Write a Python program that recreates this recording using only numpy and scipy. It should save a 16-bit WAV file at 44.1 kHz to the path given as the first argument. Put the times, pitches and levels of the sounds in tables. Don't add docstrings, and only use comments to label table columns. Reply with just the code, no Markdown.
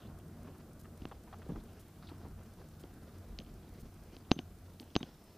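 import sys
import numpy as np
from scipy import signal
from scipy.io import wavfile

SR = 44100
rng = np.random.default_rng(int(sys.argv[2]) if len(sys.argv) > 2 else 0)


def to_wav(s):
    ch = np.atleast_2d(s).T
    pcm = np.round(np.clip(ch, -1, 1) * 32767)
    wavfile.write(sys.argv[1], SR, pcm.astype(np.int16))


def amplitude_ratio(level_db):
    exponent = np.asarray(level_db, float) / 20
    return 10 ** exponent


N = 236860

ROLL_SHARE = [0.57, 1.56, 0.24, 0.15]


def rms_one(x):
    return x / np.sqrt(np.mean(x ** 2) + 1e-20)


def drift(rate_hz):
    pole = np.exp(-80 * np.pi * rate_hz / SR)
    slow = signal.lfilter([1], [1, -2 * pole, pole * pole], rng.standard_normal(N // 40 + 2002))
    slow = slow[2000:]
    return np.interp(np.arange(N) / 40, np.arange(len(slow)), rms_one(slow))


def band(x, low_hz, high_hz):
    return signal.sosfilt(signal.butter(2, [low_hz, high_hz], "band", fs=SR, output="sos"), x)


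def mode(hz, t60_s, phase, length=8192):
    t = np.arange(length) / SR
    return np.sin(2 * np.pi * hz * t + phase) * amplitude_ratio(-60 * t / t60_s)


def add(track, start_s, sound):
    i = round(start_s * SR)
    track[i:i + len(sound)] += sound[:N - i]


def window(start_s, length_s, edge_s):
    t = np.arange(N) / SR - start_s
    return np.clip(np.minimum(t, length_s - t) / edge_s, 0, 1)


def swells(rows):
    t = np.arange(N) / SR
    lifts = [db * np.clip(1 - np.abs(t - peak_s) / half_s, 0, 1) for peak_s, db, half_s in rows]
    return np.max(lifts, axis=0)


def work_db():
    # time_s, level_db
    road_work = [(0.0, -51.5), (0.12, -53), (0.48, -54), (0.67, -55), (0.87, -54), (0.99, -56),
                 (1.56, -53.5), (1.82, -57), (2.23, -53), (2.42, -55.5), (3.22, -54.5), (3.62, -55.5),
                 (4.1, -56.5), (4.41, -55), (4.59, -56.5), (4.94, -58.5), (5.1, -60), (5.37, -59.5)]
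    time_s, db = np.transpose(road_work)
    db = np.interp(np.arange(N) / SR, time_s, db)
    return db - db.mean()


def rolling():
    part_hz = [56, 95, 800, 3500]
    # pitch_hz, density_db (per Hz)
    road_colour = [(14, -12.5), (48, 0.5), (110, -6), (210, -9), (500, -18), (1820, -34), (7000, -41.5),
                   (9500, -75)]
    # peak_s, over_calm_db, half_length_s
    jolts = [(.12, 2, 0.11), (.48, -5, 0.085), (1.06, 5, .2), (1.58, 15.5, 0.16), (2.33, 12, 0.14),
             (2.59, 2, 0.064), (3.38, 19, 0.14), (3.52, 11.5, 0.14), (3.85, 10, 0.37), (4.2, 5, 0.21),
             (4.55, 7, 0.16)]
    # peak_s, over_bare_surface_db, half_length_s
    gravel_patches = [
        (.01, 12.5, 0.058),
        (.48, 7.5, 0.21),
        (1.56, 2.5, 0.3),
        (2.1, 5, 0.2),
        (5.04, 6, 0.17),
    ]
    sway, body, tread, grit = np.outer(ROLL_SHARE, work_db())
    gravel = swells(gravel_patches)
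    scrub_db = 6.5 * (np.arange(N) / SR > 0.97)
    parts = np.array([sway + swells(jolts), body, tread + 0.11 * gravel, grit + gravel + scrub_db])
    parts -= parts.mean(axis=1, keepdims=True)

    impacts = rng.standard_normal((2, N)) * amplitude_ratio(2.07 * rng.exponential(1, (2, N)))
    bumps = drift(25.0)
    colour_hz, density_db = np.transpose(road_colour)
    third_octaves_hz = 20 * 2 ** (np.arange(26) / 3)
    out = 0
    for k, (low_hz, high_hz) in enumerate(zip(third_octaves_hz, third_octaves_hz[1:])):
        place = np.log(low_hz * high_hz) / 2
        colour_db = np.interp(place, np.log(colour_hz), density_db)
        nearness = [np.interp(place, np.log(part_hz), row) for row in np.eye(len(part_hz))]
        unsteady_db = (2.34 * bumps + 1.93 * drift(6.2)) * min(high_hz / 300, 1)
        gain = amplitude_ratio(colour_db + nearness @ parts + unsteady_db)
        out = out + gain * band(impacts[k % 2], low_hz, high_hz)
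    return amplitude_ratio(-54.0) * rms_one(out)


def carcass():
    # pitch_hz, width_hz, level_db
    resonances = [(89.6, 9.2, 5.5), (150.6, 15.3, -1), (185.6, 19, -3), (224.2, 19.8, -2), (319, 17, -7.5),
                  (365.6, 20, -9), (442.4, 20, -12), (680, 133, -8.5), (1300, 530, -10)]
    rough = rng.standard_normal(N)
    hum = 0
    for hz, width_hz, db in resonances:
        hum = hum + amplitude_ratio(db) * rms_one(band(rough, hz - width_hz / 2, hz + width_hz / 2))
    return amplitude_ratio(ROLL_SHARE[1] * work_db() - 64) * hum


def electronics():
    # first_s, ticks (count)
    tick_runs = [(.184, 1), (.2775, 4), (.832, 1), (.972, 1), (1.082, 3), (1.484, 2), (1.7285, 2),
                 (1.982, 1), (2.09, 1), (2.1784, 1), (2.28, 2), (2.533, 2), (2.935, 1), (3.0297, 2),
                 (3.2823, 2), (3.5365, 2), (3.735, 1), (3.938, 1), (4.032, 3), (4.582, 2), (4.837, 3),
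                 (5.237, 1)]
    shared = rng.standard_normal(N)
    own = band(rng.standard_normal((2, N)), 400, 15000)

    ticks = np.zeros(N)
    tick_shape = np.hanning(round(0.01 * SR))
    for first_s, count in tick_runs:
        for start_s in first_s + 0.1503 * np.arange(count):
            add(ticks, start_s, amplitude_ratio(-66 + 1.3 * rng.standard_normal()) * tick_shape)
    tick_noise = band(rng.standard_normal(N), 8600, 9700) + 0.57 * band(shared[::-1], 4000, 16000)

    burst_starts_s = np.arange(0.792, N / SR, 1.0012)
    bursts = sum(amplitude_ratio(-64) * window(start_s, 0.026, 0.002) for start_s in burst_starts_s)
    spiky = rng.standard_normal(N) * amplitude_ratio(2.5 * np.minimum(rng.exponential(1, N), 4))
    burst_noise = band(spiky, 3800, 21000)

    shared = shared + 0.22 * band(shared, 10200, 19000)
    hiss = amplitude_ratio(-72.5) * shared + amplitude_ratio(-71) * own
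    return hiss + ticks * rms_one(tick_noise) + bursts * rms_one(burst_noise)


def crushes(rows, clicks_per_s, width, rise_s, tail_s):
    out = np.zeros(N)
    t = np.arange(4096) / SR
    for start_s, db, length_s, hz in rows:
        cracks = rng.standard_normal(len(t)) * (rng.random(len(t)) < clicks_per_s / SR)
        cracks[round(rise_s * SR)] = 2.7
        cracks = cracks * np.minimum(t / rise_s, 1) * np.exp(-np.maximum(t - length_s, 0) / tail_s)
        sound = band(cracks + 1e-18, hz / width, hz * width)
        add(out, start_s, amplitude_ratio(db) * sound / np.abs(sound).max())
    return out


def splinters():
    # start_s, level_db, length_s, pitch_hz
    chips = [(.004, -57, 0.014, 3600), (.02, -55.5, 0.048, 3200), (.072, -56, .004, 3800),
             (.199, -60, 0.0099, 2900), (.848, -60, .008, 2700), (.476, -60, 0.018, 2500),
             (1.116, -56, .015, 3020), (1.3295, -55, 0.0065, 3400), (1.4222, -57, .008, 2900),
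             (1.599, -60, .012, 3780), (2.0258, -55, 0.022, 3960), (2.0708, -49.5, 0.024, 3970),
             (2.0883, -51, 0.0055, 2500), (2.0995, -54, .003, 3850), (4.2492, -59, 0.0091, 3140),
             (4.3325, -59, .004, 3130), (4.356, -55, .002, 3180), (4.377, -54, 0.0097, 3300),
             (4.386, -48, 0.0022, 3200), (4.988, -73, .003, 2800), (5.006, -66, 0.011, 2500),
             (5.036, -59, 0.0025, 2950)]
    return crushes(chips, clicks_per_s=1400, width=1.16, rise_s=0.00029, tail_s=0.0027)


def crunches():
    # start_s, level_db, length_s, pitch_hz
    crushed = [(.091, -51, 0.034, 634), (.471, -51, 0.02, 840), (.55, -50.5, 0.016, 660),
               (.8455, -50.5, 0.013, 1220), (1.1135, -40.5, 0.015, 694), (1.2755, -50, 0.0087, 800),
               (1.3275, -43, 0.018, 860), (1.4188, -46, 0.011, 1140), (1.495, -45.5, 0.016, 710),
               (1.53, -53, 0.042, 680), (1.575, -55, 0.026, 710), (2.215, -52.5, 0.0042, 900),
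               (1.559, -44, 0.0051, 900), (2.0255, -49, 0.02, 1030), (2.09, -51, 0.023, 1190),
               (2.1168, -47, 0.014, 600), (2.248, -46, 0.017, 665), (2.41, -53.5, 0.019, 1040),
               (1.77, -58.5, 0.025, 1320), (2.615, -52, 0.0094, 900), (2.8395, -50, 0.0068, 680),
               (4.682, -57, 0.0074, 850), (5.005, -47.5, 0.01, 1300)]
    return crushes(crushed, clicks_per_s=1500, width=1.52, rise_s=0.0003, tail_s=0.0018)


def thuds():
    # start_s, level_db, length_s, pitch_hz
    lumps = [(.472, -39.5, 0.039, 283), (1.014, -39.5, 0.0045, 218), (1.46, -41.5, 0.028, 330),
             (1.487, -30.5, 0.029, 192), (1.515, -36.5, 0.015, 162), (1.55, -43, 0.026, 318),
             (1.562, -40, 0.024, 232), (2.112, -41.5, 0.014, 300), (5.004, -35, 0.006, 247),
             (2.15, -48, 0.0087, 132), (2.249, -44, 0.015, 229), (2.835, -41, 0.011, 202),
             (3.387, -40, 0.012, 206), (3.825, -44.5, 0.0087, 130), (4.36, -36, 0.0044, 200),
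             (4.8, -41.5, 0.0065, 207)]
    return crushes(lumps, clicks_per_s=760, width=1.44, rise_s=0.0052, tail_s=0.0088)


def panel_hits(rows, rise_s, ring_db, low_hz):
    # pitch_hz, level_db, t60_s
    panel_modes = [(253.5, 4, 0.018), (330, -15.5, 0.036), (720, -9, 0.017), (1046, -10.5, 0.011),
                   (1536, -26, 0.027), (163, -9.5, 0.036), (77, -26.5, 0.1)]
    # pitch_multiple (ratio), level_db, t60_s
    stone_modes = [(1.002, -0.5, 0.0054), (1.36, 2, 0.0021)]
    out = np.zeros(N)
    t = np.arange(8192) / SR
    knock = sum(amplitude_ratio(db) * mode(panel_hz, t60_s, .85) for panel_hz, db, t60_s in panel_modes)
    knock = knock * (1 - np.exp(-t / rise_s))
    ring = amplitude_ratio(ring_db) * mode(6266, 0.11, 0)
    for start_s, tick_db, knock_db, hz, upper_db in rows:
        tick = 0
        for (multiple, db, t60_s), lift_db in zip(stone_modes, [0, upper_db]):
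            tick = tick + amplitude_ratio(db + lift_db) * mode(hz * multiple, t60_s, 0)
        tick = band(band(tick, low_hz, 12000), low_hz, 12000)
        rattle = rms_one(band(rng.standard_normal(len(t)), 1500, 6000))
        rattle = amplitude_ratio(-33) * rattle * np.exp(-t / .009)
        stone = tick + amplitude_ratio(0.33 * upper_db) * ring + rattle
        add(out, start_s + 0.00066, amplitude_ratio(tick_db - 5) * stone + amplitude_ratio(knock_db + 1) * knock)
    return out


def snaps():
    # start_s, tick_db, knock_db, tick_pitch_hz, upper_mode_db
    glancing = [(1.0191, -41, -33, 2880, -20), (2.8362, -42.5, -58, 3240, -6),
                (3.3876, -33, -44, 3150, 9.5), (3.4005, -35, -32, 3100, -11), (3.4192, -50, -62, 3300, -2),
                (3.448, -50, -60, 3300, -1), (3.463, -49, -60, 3180, -9), (4.1657, -41.5, -28, 3180, 5),
                (4.3114, -21, -13.5, 2760, -1), (4.3893, -22.5, -15.5, 2970, -13),
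                (4.798, -37.5, -41, 3200, 8), (4.8282, -45.5, -30.5, 2860, -2), (4.903, -48, -57, 3280, -3),
                (4.9532, -18, -13.5, 3130, -8), (5.0289, -24, -17.5, 3150, -10)]
    return panel_hits(glancing, rise_s=0.0087, ring_db=-29, low_hz=1750)


def blows():
    # start_s, tick_db, knock_db, tick_pitch_hz, upper_mode_db
    square_on = [
        (1.0535, -35, -36, 2750, -25),
        (4.3154, -13.5, -17, 2840, 3.4),
        (4.9631, -18.5, -20.5, 2850, 3.5),
    ]
    return panel_hits(square_on, rise_s=.00005, ring_db=-26, low_hz=630)


def whines():
    # start_s, end_s, pitch_hz, width_hz, level_db, waver_db
    brake_tones = [
        (4.979, 5.035, 3736, 10, -64, 1.5),
        (5.07, 5.45, 5235, 110, -77, 3.5),
        (5.06, 5.2, 5620, 130, -82, 3),
    ]
    out = 0
    for start_s, end_s, hz, width_hz, db, waver_db in brake_tones:
        phase = 2 * np.pi * np.cumsum(hz + width_hz / 2 * drift(79)) / SR
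        strength = amplitude_ratio(db + waver_db * drift(29)) * window(start_s, end_s - start_s, 0.009)
        out = out + strength * np.sin(phase)
    return out


def scene():
    stones = splinters() + crunches() + thuds() + snaps() + blows()
    car = rolling() + carcass() + stones + whines()
    housing = signal.butter(5, 6340, fs=SR, output="sos")
    return signal.sosfilt(housing, car) + electronics()


def band_limit(x):
    return signal.sosfilt(signal.butter(12, 15730, fs=SR, output="sos"), x)


def record(dry):
    steep = signal.ellip(10, .3, 50, 15300, fs=SR, output="sos")
    return band_limit(signal.sosfilt(steep, dry))


dry = scene()
out = record(dry)
to_wav(out)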